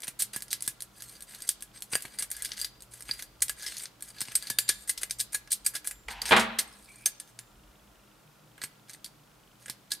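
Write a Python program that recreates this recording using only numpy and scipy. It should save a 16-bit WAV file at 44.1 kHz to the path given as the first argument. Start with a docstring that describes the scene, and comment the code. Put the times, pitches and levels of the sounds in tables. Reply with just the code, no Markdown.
"""In a small quiet room that hums, hisses and rumbles, a spring-driven clock movement is held close to
the microphone. It ticks evenly for almost five seconds while ratchet and key click on the plates, hands
thud and fingers rub: bursts of noise in three bands, plate modes and a wash of dense modes.
After six seconds the key drags and knocks on a wooden desk, heard as ringing modes, rattle and clinks.
A finger squeaks near seven seconds; a few late clicks follow, and a low hum comes up after eight."""
import sys
import numpy as np
from scipy import signal
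from scipy.fft import rfft, irfft
from scipy.io import wavfile
from scipy.ndimage import uniform_filter1d

SR = 44100
rng = np.random.default_rng(int(sys.argv[2]) if len(sys.argv) > 2 else 0)


def dump_mix(stems):
    """Bounce the given channels to the path in sys.argv[1] as a 16-bit WAV at rate SR."""
    frames = np.atleast_2d(stems).T  # one column per channel
    limited = np.clip(frames, -1, 1)  # hard clip at full scale
    pcm = np.round(limited * 32767).astype(np.int16)
    wavfile.write(sys.argv[1], SR, pcm)


N = 441000

# the ratchet pawl rides up a tooth and drops; band levels are relative, before the mix:
# drop_s [s], treble_db [dB], middle_db [dB], low_db [dB], chatter_ms [ms], ride_ms [ms],
# ride_below_drop_db [dB]
PAWL_DROPS = [(0.0797, -21, -30.5, -30.5, 2.7, 15, -29), (0.2222, -13, -22, -31, 1.3, 35.3, -14.5),
              (0.3621, -17.5, -27.5, -30.5, 2.2, 34.7, -13), (0.5297, -12, -14, -26, 0.83, 28.4, -21.5),
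              (0.6774, -13.5, -22.5, -29.5, 1.3, 44, -25.5), (1.4907, -12, -19.5, -34.5, 2.1, 26, -25.5),
              (1.954, -12.5, -31, -20.5, 2.4, 40, -20), (2.2243, -23.5, -33, -35, 7.5, 39, -12.5),
              (2.6143, -17.5, -27, -42, 1.2, 52, -26), (4.2154, -21, -29, -36.5, 3.2, 8.3, -23.5),
              (4.5016, -17.5, -25, -29, 5.8, 48, -25.5), (4.6911, -11, -13, -21, 4.9, 14, -28),
              (4.8953, -14, -22, -32.5, 4.9, 24.7, -20.5), (5.0328, -19.5, -28.5, -27.5, 2.1, 24.7, -15.5),
              (5.2089, -17.5, -27, -36.5, 3.4, 28, -15.5), (5.3462, -16, -26.5, -31, 6.2, 29, -19.5),
              (5.5275, -18, -22, -53, 5.4, 26, -10.5), (5.6637, -10, -23, -30, 4.2, 22, -23.5),
              (5.7635, -28.5, -44, -36.5, 2.8, 30, -6.5), (5.8735, -15.5, -30, -34.5, 3.6, 27, -18),
              (8.6378, -22.5, -31, -30.5, 3.9, 28.4, -19), (9.6984, -23.5, -26, -33.5, 2.7, 25, -30)]


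def amp(db):
    """dB to gain."""
    return 10 ** (np.asarray(db) / 20)


def in_time(rows):
    """Columns of a curve, drawn straight between its points, one value a sample."""
    s, *columns = np.transpose(rows)
    return [np.interp(np.arange(N) / SR, s, column) for column in columns]


def filtered(x, order, hz, kind):
    """Butterworth filter along the last axis."""
    return signal.sosfilt(signal.butter(order, hz, kind, fs=SR, output="sos"), x)


def band(x, lo_hz, hi_hz):
    """Band-pass that keeps the rms of white noise near 1."""
    return filtered(x + 1e-18, 2, [lo_hz, hi_hz], "band") / np.sqrt(2 * (hi_hz - lo_hz) / SR)


def coloured(x, spectrum):
    """Shape noise by a spectrum drawn over log frequency; overall rms 1."""
    hz, db = np.transpose(spectrum)
    bins_hz = np.arange(x.shape[-1] // 2 + 1) * SR / x.shape[-1] + 1
    gain = amp(np.interp(np.log(bins_hz), np.log(hz), db))
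    out = irfft(rfft(x) * gain, x.shape[-1])
    return out / np.sqrt(np.mean(out ** 2))


def ring(x, modes):
    """Each mode is a two-pole resonator set ringing by x at its level; signs alternate."""
    out = 0
    for k, (hz, db, t60_s) in enumerate(modes):
        r = amp(-60 / (t60_s * SR))
        w = 2 * np.pi * hz / SR
        mode = signal.lfilter([0, amp(db) * np.sin(w)], [1, -2 * r * np.cos(w), r * r], x + 1e-18)
        out = out + (-1) ** k * mode
    return out


def dying(x, t60_s):
    """Countless echoes: x through decaying noise of energy 1, different on each side."""
    fall = amp(-60 * np.arange(int(SR * .8)) / SR / t60_s)
    tail = rng.standard_normal((2, len(fall))) * fall / np.sqrt(np.sum(fall ** 2))
    return signal.fftconvolve(x * np.ones((2, 1)), tail, axes=1)[:, :N]


def taps(rows):
    """A single-sample click for each (s, dB)."""
    out = np.zeros(N)
    for s, db in rows:
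        out[int(s * SR)] += amp(db)
    return out


def widen(mid, side):
    """Left and right from a centre and a side signal."""
    return mid + side * [[1], [-1]]


def stroke(start_s, end_s, band_db, ease):
    """Force of one sliding contact in three bands; ease is the share spent starting and stopping."""
    a, b = int(start_s * SR), int(end_s * SR)
    out = np.zeros((3, N))
    out[:, a:b] = amp(band_db)[:, None] * signal.windows.tukey(b - a, ease)
    return out


def room_hiss():
    """Room and microphone hiss: noise shaped by a spectrum, with a band-limited side signal."""
    # hiss spectrum: frequency_hz [Hz], density_db [dB per Hz, relative]
    hiss_spectrum = [(15, -49), (25, -14.5), (58, -18), (87, -19), (149, -5.5), (242, -9), (293, -11),
                     (734, -13), (1370, -14.5), (1890, -20), (16000, -27.5)]
    mid, side = coloured(rng.standard_normal((2, N)), hiss_spectrum)
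    side = filtered(side, 1, [150, 9000], "band")
    return amp(-61.5) * widen(mid, amp(-4.5) * side)


def distant_hum():
    """Distant machines: narrow bands of noise, which waver by themselves."""
    # hums: centre_hz [Hz], width_hz [Hz], level_db [dB]
    hums = [(118.8, 5.6, -68.5), (203.2, 5.7, -73.5), (306, 14, -76), (1380, 9.2, -80)]
    out = 0
    for hz, width_hz, db in hums:
        out = out + amp(db) * band(rng.standard_normal(N), hz - width_hz / 2, hz + width_hz / 2)
    return out


def rumble():
    """Deep rumble through desk and stand: low noise, band-passed twice, under a level curve."""
    # rumble level before the rescaling below: time_s [s], level_db [dB]
    rumble_curve = [(0.0, -66.5), (0.11, -69), (3.54, -61.5), (3.73, -69.5), (4.84, -62.5), (5.85, -68),
                    (6.15, -49.5), (6.71, -63.5), (7.38, -80), (7.58, -57.5), (8.36, -77), (10.0, -73.5)]
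    level_db, = in_time(rumble_curve)
    low = band(band(rng.standard_normal(N), 39, 63), 30.6, 68.7)
    return amp(level_db) * low * np.sqrt(60 / SR)    # takes back most of the second band's gain


def escapement():
    """Rows of clicks: an even beat with slight jitter, each tick led by a softer unlocking."""
    # tick loudness as the movement is turned about: time_s [s], treble_db [dB, relative]
    tick_curve = [(0, -20.5), (.82, -22.5), (1.22, -26), (1.82, -25), (2.02, -21.5), (2.82, -28),
                  (4.42, -27), (4.82, -50)]
    beat_s, first_s, last_s, jitter_s = .2001, .0216, 4.9, .0007
    unlock_lead_s, unlock_db, spread_db = .0165, -12, 3.5
    s = np.arange(first_s, last_s, beat_s)
    chance = rng.standard_normal((len(s), 3))
    s = s + jitter_s * chance[:, 0]
    level_db = np.interp(s, *np.transpose(tick_curve))
    tick = level_db + spread_db * chance[:, 1]
    unlock = level_db + unlock_db + spread_db * chance[:, 2]
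    chatter_ms = np.full(len(s), 0.53)
    # middle and low bands lie below the treble
    ticks = zip(s, tick, tick - 11.5, tick - 18, chatter_ms)
    unlocks = zip(s - unlock_lead_s, unlock, unlock - 6, unlock - 16, chatter_ms)
    return list(ticks) + list(unlocks)


def faint_patter():
    """A faint regular patter near 3 kHz, 25 short noise puffs a second."""
    at = (np.arange(.032, N / SR, 1 / 25) * SR).astype(int)
    puffs = np.zeros(N)
    puffs[at] = amp(-65.0 + 0.91 * rng.standard_normal(len(at)))
    envelope = np.convolve(puffs, np.hanning(400))[:N]
    return band(envelope * rng.standard_normal(N), 2600, 3600)


def clicks(roughness):
    """Force of the clicks: a sharp first strike, then bounces that build and die away."""
    # key, fingers and parts strike the plates, levels relative:
    # start_s [s], treble_db [dB], middle_db [dB], low_db [dB], chatter_ms [ms]
    plate_clicks = [(0.0335, -35, -31, -33.5, 3.9), (0.0435, -29, -41, -38, 2.7),
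                    (0.0714, -36, -45, -37, 1.7), (0.482, -40.5, -37.5, -50, 1),
                    (1.1253, -45, -64, -54, 1.8), (1.2979, -43, -65, -66, 1.1),
                    (1.3479, -31.5, -35.5, -51, 1.5), (1.9341, -39, -29, -24.5, 3.6),
                    (2.0527, -33.5, -44, -33.5, 4.2), (2.1874, -23.5, -31, -42, 2),
                    (2.3034, -33, -48, -55, 2.3), (2.3152, -19.5, -34, -41.5, 3),
                    (2.366, -29, -61, -66, 2.1), (2.4484, -22.5, -28.5, -46, 2.1),
                    (2.4564, -26, -27.5, -54, 2.8), (2.5186, -61, -29.5, -55, 3.8),
                    (2.5987, -26, -31, -44, 1.2), (2.646, -21, -24.5, -38.5, 2),
                    (3.0914, -40, -49, -30.5, 4.2), (3.1117, -31, -29.5, -38, 2.1),
                    (3.1935, -39, -40.5, -39, 6), (3.4221, -12.5, -26, -32.5, 5.8),
                    (3.4826, -30, -34, -40, 3.6), (3.4953, -18.5, -29.5, -29, 3.5),
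                    (3.6652, -32.5, -29, -46, 9), (3.7224, -52, -34, -42, 1.7), (3.768, -31, -34, -55, 2.2),
                    (3.7813, -29, -45, -53, 3), (3.7954, -34, -45, -55, 1.8),
                    (3.8561, -43, -30.5, -43, 2.5), (4.1844, -45, -37, -43, 2.4),
                    (4.2061, -21.5, -42, -37, 2.1), (4.2844, -49, -52, -39.5, 2),
                    (4.3203, -33.5, -50, -39.5, 1.3), (4.354, -11, -23, -31, 3.4),
                    (4.587, -7, -17.5, -21.5, 1.9), (4.9773, -28, -28, -42, 5),
                    (5.016, -41, -61, -42.5, 1.2), (5.0981, -36, -41, -48, 3.3),
                    (5.1089, -20, -25.5, -38, 2.7), (5.2015, -18.5, -23.5, -45.5, 3),
                    (5.475, -48, -45, -44, 1.4), (5.5192, -13.5, -29, -42.5, 3),
                    (5.7536, -24, -25, -41, 8.3), (5.8457, -36, -43, -40.5, 4.8),
                    (5.911, -28.5, -41, -36.5, 4.2), (6.0854, -44, -57, -30, 4.3),
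                    (6.2175, -25, -24.5, -35, 2.5), (6.2555, -31, -30, -29.5, 1.8),
                    (6.589, -12.5, -16.5, -23, 6.9), (7.0595, -11.5, -21.5, -27.5, 4.8),
                    (7.2002, -31, -35, -46, 3.3), (7.39, -33.5, -39, -43, 3.2),
                    (8.5792, -46, -60, -40.5, 2.5), (8.6168, -45, -36, -41, 2.2),
                    (8.8962, -40, -40, -50, 3), (8.9338, -40, -46.5, -58, 3), (9.0448, -25, -27.5, -46, 2),
                    (9.061, -38, -39.5, -50, 3.2), (9.6594, -38.5, -48.5, -44, 4.1),
                    (9.6816, -40, -44, -35, 1.6), (9.9186, -20, -21, -39, 2.6),
                    (9.9365, -26, -49, -51, 1.9), (9.9496, -39, -41, -55, 3.2)]
    strike_height, strike_width_s, build_share, bounce_db = 1.83, 0.00016, 0.28, 2.5
    force = np.zeros((3, N))
    lead = int(.003 * SR)                            # room for the build-up before each click
    t = (np.arange(int(.06 * SR)) - lead) / SR
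    strike = strike_height * np.exp(-((t - .0004) / strike_width_s) ** 2)
    pawl_drops = [row[:5] for row in PAWL_DROPS]
    for s, *band_db, chatter_ms in escapement() + list(plate_clicks) + pawl_drops:
        chatter_s = chatter_ms / 1000
        bounces = np.exp(np.minimum(t / (build_share * chatter_s), -t / chatter_s))
        at = max(int(s * SR) - lead, 0)
        uneven = amp(bounce_db * roughness[at:at + len(t)])
        shape = bounces[:N - at] * uneven + strike[:N - at]
        force[:, at:at + len(t)] += amp(band_db)[:, None] * shape
    return force


def pawl_rides():
    """Force of the pawl sliding up each tooth until it drops."""
    force = np.zeros((3, N))
    for s, *band_db, chatter_ms, ride_ms, ride_db in PAWL_DROPS:
        force += stroke(s - ride_ms / 1000, s, np.add(band_db, ride_db), ease=0.67)
    return force


def rubbing():
    """Force of fingers and key sliding on the plates."""
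    # strokes, levels relative; the low band lies 4 dB under the middle:
    # start_s [s], end_s [s], treble_db [dB], middle_db [dB]
    rubs = [(0.923, 1.218, -50, -58.5), (1.258, 1.48, -49.5, -53.5), (1.729, 1.802, -50, -54),
            (1.857, 2.24, -53.5, -57.5), (2.278, 2.71, -48.5, -50), (2.902, 3.019, -49, -54.5),
            (3.032, 3.264, -46, -52.5), (3.546, 3.893, -44, -46.5), (4.028, 4.121, -48.5, -56),
            (4.116, 4.52, -49, -51), (4.7, 4.865, -50, -65.5), (6.092, 6.135, -45.5, -44.5),
            (6.253, 6.313, -35.5, -34.5), (6.61, 7.1, -58, -65.5), (7.27, 7.309, -58, -64),
            (8.874, 8.96, -51, -54), (9.588, 9.68, -59, -63), (9.901, 9.94, -40, -44)]
    force = np.zeros((3, N))
    for start_s, end_s, treble_db, middle_db in rubs:
        force += stroke(start_s, end_s, [treble_db, middle_db, middle_db - 4], ease=0.41)
    return force


def snags(sliding):
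    """Sliding surfaces catch at random instants; each catch lets go exponentially."""
    snags_per_s, level_db, colour_db, decay_ms = 90, 3, 6, 1.6
    caught = rng.random(N) < snags_per_s / SR        # all bands catch together
    strength = amp(level_db + colour_db * rng.standard_normal((3, N)))
    decay = np.exp(-1000 / (decay_ms * SR))
    return signal.lfilter([1], [1, -decay], caught * strength * sliding + 1e-18)


def contacts():
    """Strength of contact in the treble, middle and low band: gritty sliding, snags and clicks."""
    sliding = rubbing() + pawl_rides()
    fine = uniform_filter1d(rng.standard_normal(N), size=40) * np.sqrt(40)
    coarse = uniform_filter1d(rng.standard_normal((3, N)), size=500) * np.sqrt(500)
    grit = amp(4.0 * fine + 3.1 * coarse)            # uneven surfaces
    gritty = sliding * grit / np.sqrt(np.mean(grit ** 2))
    return gritty + snags(sliding) + clicks(fine)


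def in_bands(force):
    """Fresh noise for centre and side under each band's force; the low band leaks into the frame."""
    white = rng.choice([-1., 1.], (3, 2, N)) * force[:, None]
    treble = band(white[0], 7200, 12600)
    middle = band(white[1], 3200, 6300)
    low = band(white[2], 1500, 3000)
    frame = amp(-12.5) * band(white[2], 350, 942)
    return treble + middle + low + frame


def held_plates(hit):
    """The grip shifts all the time, so each plate mode is fed with a wandering strength of its own."""
    # plate modes: frequency_hz [Hz], level_db [dB, relative], t60_s [s]
    plate_modes = [(1683, -2.5, 0.062), (2065, 0, 0.023), (2366, 1, 0.014), (3500, -15.5, 0.031),
                   (3934, -16.5, 0.053), (4335, -6.5, 0.049), (4802, 3, .025), (5260, -2, 0.02),
                   (6334, -2, 0.028), (6766, 1.5, 0.012), (8000, -16, .05), (8480, 0, 0.046),
                   (8660, 0, 0.03), (9300, -7, 0.025), (9530, 2.5, 0.033), (10270, -2, 0.015),
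                   (10620, 1.5, 0.02), (11600, -9.5, 0.011), (12500, -10.5, .03), (13300, -4, 0.03)]
    grip_db = 6.0
    steps = rng.standard_normal((len(plate_modes), 400))
    steps = uniform_filter1d(steps, size=2) * np.sqrt(2)
    out = 0
    for mode, step in zip(plate_modes, steps):
        wander = np.interp(np.linspace(0, 399, N), np.arange(400), step)
        out = out + ring(hit * amp(grip_db * wander), [mode])
    return out


def dense_modes(force):
    """A wash of close modes: noise under stored contact energy that leaks out."""
    t60_s = 0.11
    r = amp(-120 / (t60_s * SR))                     # loss of energy per sample
    energy = signal.lfilter([1 - r], [1, -r], force ** 2 + 1e-18)
    return in_bands(np.sqrt(energy))


def thuds():
    """Dull thuds of the hands and the spring barrel: flesh makes a blunt blow on low modes."""
    # thuds: time_s [s], blow_db [dB, relative]
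    thud_blows = [(0.081, -37), (0.361, -32.5), (0.677, -33.5), (1.931, -29.5), (1.952, -32.5),
                  (2.049, -35.5), (2.226, -42.5), (3.093, -35.5), (4.215, -33.5), (4.284, -37),
                  (4.503, -31), (4.586, -41), (4.69, -39), (5.344, -42), (8.636, -36), (9.695, -35.5)]
    # modes of the held movement: frequency_hz [Hz], level_db [dB, relative], t60_s [s]
    hand_modes = [(125.5, -9.5, 0.08), (231, -4, 0.032), (367, -1.5, 0.011), (709.4, -1, 0.0057),
                  (1050, 2, 0.008)]
    blunt = np.convolve(taps(thud_blows), np.hanning(24) / 12)[:N]
    return amp(-1.5) * ring(blunt, hand_modes)


def ringing_key():
    """Blows leave the key ringing in the modes of its shaft and its bow."""
    # blows: time_s [s], shaft_db [dB, relative], bow_db [dB, relative]
    key_blows = [(4.504, -83, -40), (4.585, -37.5, -41), (4.687, -46, -36), (5.107, -52, -60),
                 (5.906, -48, -65), (7.198, -59, -56), (7.391, -59, -58)]
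    # shaft modes: frequency_hz [Hz], level_db [dB, relative], t60_s [s]
    shaft_modes = [(7305, -5, .55), (7322, -12, .3), (12750, -6, .3), (12725, -12, .25)]
    # bow modes: frequency_hz [Hz], level_db [dB, relative], t60_s [s]
    bow_modes = [(1715, -1, .18), (1680, -6, .15), (3623, -9, .4), (9100, -9, .45)]
    s, shaft_db, bow_db = np.transpose(key_blows)
    return ring(taps(zip(s, shaft_db)), shaft_modes) + ring(taps(zip(s, bow_db)), bow_modes)


def key_drag():
    """The key drags on the desk before it is let go: band noise under a level curve."""
    # level of each noise band: time_s [s], level_db [dB]
    drag_curve = [(6.08, -71), (6.09, -54), (6.14, -49), (6.17, -48.5), (6.25, -55), (6.3, -45),
                  (6.31, -74.5)]
    level_db, = in_time(drag_curve)
    scratch = rng.standard_normal(N) * (level_db > drag_curve[0][1])     # silent outside the drag
    return amp(level_db) * (band(scratch, 777, 985) + band(scratch, 1300, 3200))


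def desk():
    """Each landing rings the desk top and sets off a dull rattle that dies; the key adds a short clink."""
    # the key lands and rocks: time_s [s], knock_db [dB, relative], clink_db [dB]
    knocks = [(6.082, -41, -48), (6.219, -41, -46), (6.309, -15, -35), (6.32, -10, -33.5),
              (6.364, -13.5, -28.5), (6.375, -52, -77), (6.395, -47, -28.5), (6.406, -42, -45)]
    # desk top modes: frequency_hz [Hz], level_db [dB, relative], t60_s [s]
    desk_modes = [(126, -4, .45), (228, 3, .5), (443, -3, .3), (581, -2, .32), (654, 1, .35), (789, -1, .6),
                  (894, 0, .25), (1180, -5, .29), (1247, -3, .33), (1465, -3, .33), (1552, -3, .23),
                  (1658, -3, .22), (1766, -6, .34), (2105, -7, .4), (2449, -7, .29), (2966, -10, .39),
                  (3354, -11, .31)]
    # rattle spectrum: frequency_hz [Hz], density_db [dB per Hz, relative]
    rattle_spectrum = [(35, -61.5), (60, -40), (90, -11), (123, -29), (174, -14), (219, 6.5), (276, -8),
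                       (663, -4.5), (960, 0.5), (9450, -12.5), (15000, -48)]
    s, knock_db, clink_db = np.transpose(knocks)
    blows = taps(zip(s, knock_db))
    t = np.arange(int(.6 * SR)) / SR
    body = filtered(coloured(rng.standard_normal((2, len(t))), rattle_spectrum), 6, 3800, "low")
    mid, side = body * (amp(-60 * t / 0.63) + 3.9 * amp(-60 * t / 0.18))     # slow and fast decay
    side = filtered(side, 2, 300, "high")
    rattle = signal.fftconvolve(blows[None], widen(mid, 0.414 * side), axes=1)[:, :N]
    clink = band(rng.standard_normal(len(t)), 4100, 10300) * amp(-60 * t / 0.14)
    clinks = signal.fftconvolve(taps(zip(s, clink_db)), clink)[:N]
    return amp(-15.5) * rattle + amp(-20.0) * ring(blows, desk_modes) + clinks + key_drag()


def squeak():
    """A thin squeak as a finger slips: a narrow band of noise under a level curve."""
    # squeak: time_s [s], level_db [dB]
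    squeak_curve = [(6.87, -95.5), (6.89, -49.5), (6.925, -65), (6.95, -69), (6.99, -66), (7.04, -55),
                    (7.06, -91)]
    level_db, = in_time(squeak_curve)
    return amp(level_db) * band(rng.standard_normal(N), 2260, 2480)


def late_hum():
    """A low hum near 150 Hz that comes up late: a narrow band of noise under a level curve."""
    # late hum: time_s [s], level_db [dB]
    late_curve = [(0, -88), (7.8, -86.5), (8.3, -68.5), (9.5, -70.5), (10, -83)]
    level_db, = in_time(late_curve)
    return amp(level_db) * band(rng.standard_normal(N), 146, 156)


def movement():
    """Contact noise heard directly, through plate modes and as a dense wash, placed left to right."""
    # where the movement is held: time_s [s], left_minus_right_db [dB]
    pan_curve = [(0.0, -0.5), (0.86, -0.5), (1.67, 0.5), (5.1, 0.5), (10.0, -2)]
    force = contacts()
    hit = in_bands(force)
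    mid, side = amp(-10.5) * hit + amp(-43.0) * held_plates(hit) + amp(-13.0) * dense_modes(force)
    mid = mid + faint_patter() + thuds() + ringing_key() + squeak()
    side = filtered(side, 2, 10000, "low")
    pan_db, = in_time(pan_curve)
    return widen(mid, amp(-14.0) * side) * amp([pan_db / 2, -pan_db / 2])


def scene():
    """Movement and desk close by, their echoes off the walls of a small room, and the room's own noise."""
    near = movement() + desk()
    walls = filtered(near.mean(axis=0), 2, [300, 4500], "band")
    echoes = amp(-14.0) * dying(walls, t60_s=0.56)
    return near + echoes + room_hiss() + distant_hum() + rumble() + late_hum()


def record(dry):
    """A steep low-pass cuts the top, 60 dB down from about 16.5 kHz."""
    return signal.sosfilt(signal.cheby2(12, 60, 15900 * 1.04, fs=SR, output="sos"), dry)


dry = scene()
out = record(dry)
dump_mix(out)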